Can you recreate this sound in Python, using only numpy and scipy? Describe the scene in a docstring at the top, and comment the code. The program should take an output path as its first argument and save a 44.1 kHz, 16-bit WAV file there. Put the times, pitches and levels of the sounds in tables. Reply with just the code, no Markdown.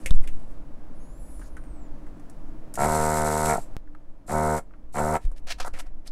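"""In a quiet room with a fan, a desoldering gun's diaphragm pump runs three times over a circuit board.
Each pump stroke is a pop coloured by the hose; filtered noise makes the air hiss at the nozzle.
Before that, hot flux sizzles (noise) and whistles faintly (gliding tones). Parts tick as short fading
bursts, the board scrapes over paper as grainy noise, and one dull pop follows the first run.
The bench sways under the microphone stand, once hard enough to overload the input."""
import sys
import numpy as np
from scipy import signal
from scipy.fft import rfft, irfft
from scipy.io import wavfile
from scipy.ndimage import uniform_filter1d

SR = 44100
rng = np.random.default_rng(int(sys.argv[2]) if len(sys.argv) > 2 else 0)


def inscribe(sig):
    """Save sig as 16-bit PCM at rate SR to the path in sys.argv[1].

    A 1-D sig is mono; a 2-D sig holds one channel per row.
    Samples are clipped to [-1, 1] before scaling.
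    """
    pcm = np.round(np.clip(np.atleast_2d(sig).T, -1, 1) * 32767)
    wavfile.write(sys.argv[1], SR, pcm.astype(np.int16))


N = 269451
TIME = np.arange(N) / SR  # s
STROKE_HZ = 76.78  # reference stroke rate, also used to place the hose colour

# shaft speed, one list per run, each starting on a stroke: (t/s, speed/strokes per s)
SPEED = [
    [(2.7756, 51), (2.8, 72), (2.83, 72), (2.87, 77), (3.0, 77.6), (3.3, 76.2), (3.522, 77.3), (3.61, 8)],
    [(4.282, 70), (4.33, 77), (4.62, 77.3)],
    [(4.944, 71.3), (5.03, 76), (5.12, 77.8), (5.2, 76)],
]


def undb(db):
    """Turn decibels into gain."""
    return 10 ** (np.asarray(db) / 20)


def unit(x):
    """Scale to an rms (average strength) of 1."""
    return x / np.sqrt(np.mean(x ** 2))


def noise():
    """White noise: all pitches equally strong."""
    return rng.standard_normal(N)


def ring(x, hz, width):
    """One resonance, with gain 1 at its centre; hz and width in Hz."""
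    return signal.lfilter(*signal.iirpeak(hz, hz / width, fs=SR), x)


def rings(x, table):
    """Several resonances side by side, added up."""
    return sum(undb(db) * ring(x, hz, width) for hz, width, db in table)


def colour(x, table, size=8192):
    """Shape the tone through (f/Hz, level/dB) points with a filter that never sounds ahead of its input."""
    hz, db = np.transpose(table)
    bins = np.arange(size // 2 + 1) * SR / size
    gain_db = np.interp(np.log(bins + 1), np.log(hz), db)
    # folding the cepstrum of the log gain puts all the filter's response after time zero
    cepstrum = irfft(np.log(undb(gain_db)))
    cepstrum[1:size // 2] *= 2
    cepstrum[size // 2 + 1:] = 0
    response = irfft(np.exp(rfft(cepstrum)))
    return signal.fftconvolve(x, response)[:N]


def read(tables):
    """Columns of several spans over time, and a gate that is open inside the spans."""
    s, *columns = np.transpose(np.concatenate(tables))
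    gate = sum((TIME >= rows[0][0]) & (TIME <= rows[-1][0]) for rows in tables)
    soft_gate = uniform_filter1d(1. * gate, size=90)
    return soft_gate, [np.interp(TIME, s, column) for column in columns]


def walk(rate):
    """Smoothed random wavering of rms 1, with a new value rate times a second."""
    hold = int(SR / rate)
    steps = np.repeat(rng.standard_normal(N // hold + 1), hold)
    return unit(uniform_filter1d(uniform_filter1d(steps, hold), hold)[:N])


def reflect(x, delay, direct):
    """Lossless reflection: part of the pulse leaves at once, the rest after each round trip."""
    taps = np.zeros(int(delay * SR) + 1)
    taps[0], taps[-1] = 1, direct
    return signal.lfilter(taps[::-1], taps, x)


def room():
    """Room air and fan: coloured noise, with narrow bands of noise as unsteady hums."""
    # tone of the air noise: (f/Hz, relative level/dB)
    air_tone = [(56, -40.5), (95, -3.5), (155, -4.5), (254, -4.5), (302, -0.5), (390, -14.5), (624, -10.5),
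                (725, -16), (918, -17.5), (3530, -40), (11000, -46), (14800, -54), (15800, -50)]
    # strength of the air noise: (t/s, level/dB)
    air_level = [(0, -47), (.5, -49.5), (3.76, -48), (3.77, -56.5), (6.11, -55.5)]
    # wavering hums over the air noise: (f/Hz, width/Hz, level relative to it/dB)
    fan_hums = [(147.6, 4.4, -14.5), (230.4, 11, -20), (298.5, 1.9, -10)]
    _, (level_db,) = read([air_level])
    hums = sum(undb(db) * unit(ring(noise(), hz, width)) for hz, width, db in fan_hums)
    return undb(level_db + .5 * walk(8.8)) * (unit(colour(noise(), air_tone)) + hums)


def bench():
    """The bench rings slowly after each jolt, sways under the hands and trembles: low noise and fading sines."""
    # ways the bench can ring: (f/Hz, time to fall 60 dB/s)
    modes = [(9.3, .62), (2.8, 1.6), (26, .25), (150, .2)]
    # jolts to the bench: (t/s, then the signed swing of each mode/sample value)
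    jolts = [(.107, -1.4, .44, -.25, -.1), (5.246, .13, 0, -.3, 0), (5.44, -.07, 0, 0, 0),
             (5.6, .1, 0, 0, 0), (5.725, .09, 0, 0, 0), (5.86, -.06, 0, 0, 0)]
    # slow sway under the hands: (t/s, level before the low-pass/dB)
    sway_level = [(0, -17), (.11, -29), (.5, -34), (3.8, -30.5), (4.0, -36.5), (6.11, -31.5)]
    # trembling of the stand: (t/s, level/dB)
    tremble_level = [(0, -35.5), (1.0, -47), (1.4, -42), (3.7, -51), (4.0, -51.5), (5.2, -53), (5.3, -44),
                     (6.11, -51)]
    _, (sway_db,) = read([sway_level])
    _, (tremble_db,) = read([tremble_level])
    faster = ring(ring(noise(), 8, 10), 8, 16)
    slower = ring(ring(noise(), 2.5, 3), 2.5, 5)
    sway = undb(sway_db) * unit(faster + .6 * slower)
    sway = signal.sosfilt(signal.butter(4, 24, fs=SR, output="sos"), sway)
    tremble = signal.sosfilt(signal.butter(8, 58, fs=SR, output="sos"), ring(noise(), 37, 25))
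    out = sway + undb(tremble_db + 2.0 * walk(2.4)) * unit(tremble)
    for s, *swings in jolts:
        t = np.maximum(TIME - s, 0)
        push = np.minimum(t / 0.0079, 1)  # builds over a few milliseconds
        for swing, (hz, t60) in zip(swings, modes):
            out = out + push * swing * np.exp(-np.log(1000) * t / t60) * np.sin(2 * np.pi * hz * t)
    return out


def scrape():
    """Solder points catch on paper fibres: dense uneven grains of noise ring the paper and the board."""
    # hand and board dragged over paper, one row per tug: (t/s, rise/s, hold/s, level/dB,
    # fade/dB per s, hollow ring relative to the middle/dB, treble relative to the middle/dB)
    tugs = [(0, 0.0009, 0.15, -63.5, 60, -20, 3), (.3, .05, .2, -76.5, 200, -20, -2.5),
            (5.191, .03, 0.041, -63.5, 299, -17.5, -4), (5.353, 0.012, 0.018, -59.5, 900, -14, -3),
            (5.465, 0.0062, 0.042, -44, 898, -3, -14), (5.493, .016, 0.00084, -22, 1048, -7, -35),
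            (5.576, 0.01, .003, -53, 900, 3, -8), (5.598, 0.0042, 0.0009, -34, 357, -3, -15),
            (5.644, .004, 0.026, -47.5, 1150, 14.5, -3), (5.734, 0.0017, 0.041, -52, 899, 3, -8),
            (5.786, .003, 0.016, -42, 1096, -2, -2.5), (5.85, 0.017, .008, -65, 1995.5, 5, -11),
            (6.051, 0.024, .001, -46, 1600, -5, -4.5)]
    # resonances of the board: (f/Hz, width/Hz, relative level/dB)
    board_rings = [(593, 100, -5.5), (739, 58, 5), (940, 280, 0.5), (1314, 190, 2.5), (1900, 104, -3.5)]
    # resonances of the paper: (f/Hz, width/Hz, relative level/dB)
    paper_rings = [(1830, 190, 7.5), (2370, 1100, 6.5), (3870, 1600, -3.5), (5030, 1200, -6.5)]
    onset_db = 23.5  # depth from which a tug rises
    grains = noise() * undb(1.8 * walk(500) + 2.6 * walk(120))
    middle = unit(ring(rings(grains, paper_rings), 3300, 7000))
    # played backwards, the same grains no longer line up with the middle
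    treble = unit(ring(ring(ring(grains[::-1], 7700, 6000), 9400, 5500), 8900, 8000))
    hollow = unit(ring(ring(rings(grains, board_rings), 1000, 1500), 1000, 1800))
    out = np.zeros(N)
    for s, rise, hold, db, fade, hollow_db, treble_db in tugs:
        t = TIME - s
        below_db = onset_db * np.clip(1 - t / max(rise, .001), 0, 1)
        level_db = db - below_db - fade * np.maximum(t - rise - hold, 0)
        mix = middle + undb(hollow_db) * hollow + undb(treble_db) * treble
        out += (t > 0) * undb(level_db) * mix
    return out


def ticks():
    """Short bursts: a ring at the part's pitch, a crack of treble and a knock through the bench."""
    # ticks of tool, trigger and parts: (t/s, level/dB, f/Hz, treble relative to the ring/dB,
    # knock relative to the ring/dB, time to fall 60 dB/s)
    hits = [(0.0601, -24.5, 2200, -4.5, -14, 0.091), (0.1073, -25.5, 3620, -10, 1.5, 0.012),
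            (0.2387, -45.5, 2000, -10, -6, 0.078), (0.2746, -36, 2320, -5.5, -28, 0.084),
            (1.395, -48, 1150, -6, -14, 0.06), (1.415, -43, 1470, -26, -16, 0.12),
            (1.479, -54, 1260, -4, -9, 0.051), (1.5678, -39, 1450, -14.5, -25, 0.091),
            (1.6377, -53, 1520, -7, -3, 0.14), (2.0658, -53.5, 1660, -9, -1, 0.15),
            (2.197, -54.5, 1310, -4, 0, 0.06), (2.298, -55, 1630, 6.5, -9, 0.054),
            (2.74, -45.5, 1330, 12, -13, 0.082), (2.7547, -40.5, 1980, 9.5, -15, 0.079),
            (3.8738, -55, 1580, -21, -5, 0.06), (3.949, -42, 1310, -26, -19, 0.043),
            (4.708, -50, 1200, -30, -27, 0.04), (4.737, -44.5, 1255, -39, -16, 0.062),
            (5.2515, -53.5, 1410, 4.5, 11, 0.028), (5.3158, -51.5, 1170, -5, 2.5, 0.08),
            (5.471, -46, 1670, -1, 1, 0.054), (5.5995, -29, 1250, -27, -10.5, 0.13),
            (5.6792, -31, 1260, -6, -1.5, 0.018), (5.737, -40, 1940, -19, -10, 0.34),
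            (6.076, -37.5, 4650, -8, -30, 0.047)]
    out, t = np.zeros(N + 8192), TIME[:8192]
    draws = rng.standard_normal((len(hits), 2, len(t)))
    for (s, db, hz, treble_db, knock_db, t60), (a, b) in zip(hits, draws):
        contact = 1.08 * np.exp(-t / 0.0014)  # a sharp first contact
        fall = np.exp(-np.log(1000) * t / t60) + contact
        pitch = unit(ring(ring(ring(a, hz, 0.25 * hz), hz, 1.04 * hz), hz, 1.7 * hz))
        crack = unit(ring(ring(ring(b, 8500, 7000), 7730, 9100), 8000, 6000))
        thud = unit(ring(ring(b, 220, 400), 250, 760))
        knock = np.sqrt(2) * np.sin(2 * np.pi * 520 * t) + thud
        burst = pitch + undb(treble_db) * crack + undb(knock_db) * knock
        first = int(s * SR)
        out[first:first + len(t)] += undb(db) / 2 * fall * burst
    return out[:N]


def flux():
    """Thin wavering whistles of vapour leaving the hot joint (gliding sines), over a faint sizzle of noise."""
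    # whistles, each a glide over one bend: (t/s, bends after/s, lasts/s,
    # start f/Hz, bend f/Hz, end f/Hz, level at the bend/dB)
    whistles = [(.95, .08, .24, 9200, 10480, 10950, -69), (1.0, .305, .488, 6450, 8130, 6570, -69),
                (1.02, .1, .17, 9700, 9800, 9700, -74), (1.03, .17, .21, 11500, 13300, 14800, -84),
                (1.17, .14, .25, 11900, 12700, 11600, -72), (1.195, .13, .247, 9800, 9930, 9410, -59),
                (1.2, .1, .42, 12200, 13050, 10000, -78), (1.2, .1, .2, 7200, 6900, 7100, -75),
                (1.24, .07, .18, 11100, 11500, 10500, -75), (1.37, .08, .29, 15000, 13000, 10300, -84),
                (1.45, .31, .425, 10200, 8150, 6850, -70)]
    # flux boiling on the joint: (t/s, level/dB)
    sizzle_level = [(0.9, -85), (1.11, -75), (1.474, -66.5), (1.5, -75), (1.75, -95), (2.28, -80),
                    (2.5, -83)]
    edge_db = 3.5  # how much weaker a whistle is at both ends
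    gate, (sizzle_db,) = read([sizzle_level])
    sizzle = unit(ring(ring(noise(), 6300, 7300), 6800, 8500))
    out = gate * undb(sizzle_db + 2.0 * walk(30.1)) * sizzle
    for s, bend, length, first, middle, last, db in whistles:
        glide = [(s, first, db - edge_db), (s + bend, middle, db), (s + length, last, db - edge_db)]
        gate, (hz, level_db) = read([glide])
        wavering_hz = uniform_filter1d(hz, size=2500) * (1 + 0.0026 * walk(34))
        tone = np.sqrt(2) * np.sin(2 * np.pi * np.cumsum(wavering_hz) / SR)
        out = out + gate * undb(level_db + 1.1 * walk(41.3)) * tone
    return out


def shaft():
    """Turns of the shaft, found by adding up its speed from the start of each run."""
    turns = TIME * STROKE_HZ
    for rows in SPEED:
        s, rate = np.transpose(rows)
        first = int((s[0] - .02) * SR)  # begin counting 20 ms early
        count = np.cumsum(np.interp(TIME[first:], s, rate)) / SR
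        turns[first:] = count - count[int(.02 * SR)]  # zero at the start of the run
    return turns


def runs():
    """Settings of the current run, time since its start and since its fade began, and the nozzle's leak (0-1)."""
    # (start t/s, nozzle sealed t/s, seal lifts t/s, fade begins t/s, pump level/dB,
    # extra while leaking/dB, onset depth/dB, rise/s, fade/dB per s, nozzle ring while leaking/dB,
    # valve flutter while leaking/dB, air level/dB, air leads/s, smeared 0 or 1)
    run_table = np.array([(2.773, 2.885, 3.455, 3.53, -21.5, 5, 14, .03, 230, 3, -17, -36, .001, 0),
                          (4.277, 4.35, 4.54, 4.588, -22.5, -4, 22, .014, 1200, 0, -1, -42, .012, 1),
                          (4.94, 5.03, 5.11, 5.165, -24, 1.5, 22, .018, 1100, 0, 2, -43, .018, 1)])
    # each row takes over 50 ms before its start
    current = np.searchsorted(run_table[:, 0] - .05, TIME) - 1
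    row = run_table[np.clip(current, 0, None)].T
    start, sealed, lifts, fade_start = row[:4]
    # the seal takes 0.04 s to close or open
    leak = np.clip(np.maximum(sealed - TIME, TIME - lifts) / .04, 0, 1)
    return row[4:], np.maximum(TIME - start, -.05), np.maximum(TIME - fade_start, 0), leak


def air(turns):
    """Air hisses through the nozzle as noise that throbs with each stroke, with a few short spits."""
    # tone of the hiss: (f/Hz, relative level/dB)
    hiss_tone = [(1470, -29.5), (2500, -12.5), (3130, -19.5), (4000, -11.5), (4710, -13), (6970, -7.5),
                 (7830, -4.5), (12200, -11.5), (15800, -35)]
    # resonances added to the hiss: (f/Hz, width/Hz, gain/dB)
    hiss_rings = [(7680, 140, 4.5), (8990, 400, -5)]
    # solder shoots up the nozzle: (t/s, level/dB)
    spits = [(2.76, -41), (2.955, -35), (3.174, -33), (3.46, -28.5)]
    spit_decay = 0.0018  # s
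    rise, onset_db, leak_db = 0.017, 26.5, 1.5  # rise in s; depth at the start; extra while leaking
    (*_, fade, _, _, air_db, lead, _), since, fading, leak = runs()
    since = np.maximum(since + lead, 0)
    level_db = air_db + leak_db * leak - onset_db * np.exp(-since / rise) - fade * fading
    level = (since > 0) * undb(level_db)
    level = level + sum(undb(db) * np.exp(-np.abs(TIME - s) / spit_decay) for s, db in spits)
    hiss = colour(noise(), hiss_tone)
    throb = 1 + 0.3 * np.cos(2 * np.pi * (turns - .75)) + 0.14 * walk(140)
    return level * unit(throb * (hiss + rings(hiss, hiss_rings)))


def pump(turns):
    """Strokes pop through hose and nozzle as the valve flutters; the pop is smeared and duller in later runs."""
    # colour of hose and housing: (multiple of STROKE_HZ, relative level/dB)
    hose_tone = [(1, -3), (2, -3), (3, -2), (4, -12), (5, -4), (6, -5), (7, -4), (8, -6), (9, 0), (10, -7),
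                 (11, -8), (12, -1), (13, -8), (14, -13), (15, -15), (16, -12), (17, -9), (18, -13),
                 (19, -11), (20, -13), (21, -22), (22, -22), (23, -20), (24, -22), (25, -25), (26, -19),
                 (27, -25), (28, -20), (29, -22)]
    # resonances of the nozzle: (f/Hz, width/Hz, relative level/dB)
    nozzle_rings = [(698, 88, 5), (916, 30, 0.5), (1334, 30, 1), (2095, 170, -43)]
    # reflections inside the hose: (delay/s, direct share)
    hose_ends = [(.0044, .85), (.0076, .9)]
    sag, sealed_ring_db, sealed_flutter_db = 3, -36, -10  # sag in dB per s
    gate, _ = read(SPEED)
    settings, since, fading, leak = runs()
    hold_db, extra_db, onset_db, rise, fade, ring_db, flutter_db, _, _, smeared = settings
    since = np.maximum(since, 0)
    level_db = hold_db - sag * since + extra_db * leak
    level_db = level_db - onset_db * np.exp(-since / rise) - fade * fading
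    ring_db = sealed_ring_db + (ring_db - sealed_ring_db) * leak
    flutter_db = sealed_flutter_db + (flutter_db - sealed_flutter_db) * leak

    # strokes differ slightly in size
    stroke_number = np.floor(turns + .5).astype(int) % 256
    size = undb(0.14 * rng.standard_normal(256))[stroke_number]
    # many cosines in step add up to one sharp pulse per turn
    stroke = -size * unit(sum(np.cos(2 * np.pi * k * turns) for k in range(1, 32)))
    pops = stroke
    for delay, direct in hose_ends:
        pops = reflect(pops, delay, direct)
    late = pops
    for hz, width in [(250, 277), (600, 110), (850, 290), (1200, 860), (1700, 1500)]:
        late = late - 2 * ring(late, hz, width)  # all-pass: delays one band, keeps its level
    late = signal.lfilter(*signal.butter(1, 1500, fs=SR), late)  # a gentle low-pass dulls the smeared pops

    gust = .5 + np.exp(-(turns % 1) / 0.16)  # strongest at the start of each turn
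    flutter = unit(gust * ring(ring(noise(), 1300, 1500), 1300, 1500))
    rasp = unit(gust * ring(ring(noise(), 1900, 900), 1900, 900))  # the valve edge always rasps a little
    valve = undb(flutter_db) * flutter + undb(-10.0) * rasp

    drive = (1 - smeared) * pops + smeared * unit(late) + valve
    hose_points = [(k * STROKE_HZ, db) for k, db in hose_tone]
    hose = unit(colour(drive, [(30, -41.5)] + hose_points + [(2480, -48), (6000, -93)]))
    nozzle = unit(rings(stroke + valve, nozzle_rings))
    share = undb(ring_db)
    return gate * undb(level_db) * (hose + share * nozzle) / np.sqrt(1 + share ** 2)


def pop():
    """A dull pop: the signal jumps at once and falls back smoothly."""
    # (t/s, jump/sample value, decay/s)
    s, step, decay = (3.7668, .075, .014)
    return step * (TIME >= s) * np.exp(-np.maximum(TIME - s, 0) / decay)


def echo(x, t60=0.14, wet_db=-18):
    """The small room answers with a short diffuse tail of fading noise; t60 is the time to fall 60 dB in s."""
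    t = TIME[:16384]
    tail = rng.standard_normal(len(t)) * np.exp(-np.log(1000) * t / t60) * (t > .004)
    tail = tail / np.sqrt(np.sum(tail ** 2))
    return x + undb(wet_db) * signal.fftconvolve(x, tail)[:N]


def scene():
    """Everything at the microphone; flux, bench and room get no echo."""
    turns = shaft()
    echoing = scrape() + ticks() + air(turns) + pump(turns) + pop()
    return (echo(echoing) + flux() + bench() + room())[None]


def record(dry):
    """The input overloads flat at a fixed limit; then a steep low-pass cuts the top."""
    limit, top_hz = .617, 15800  # limit as a sample value
    low_pass = signal.ellip(10, .2, 70, top_hz, fs=SR, output="sos")
    return signal.sosfilt(low_pass, np.clip(dry, -limit, limit))


dry = scene()
out = record(dry)
inscribe(out)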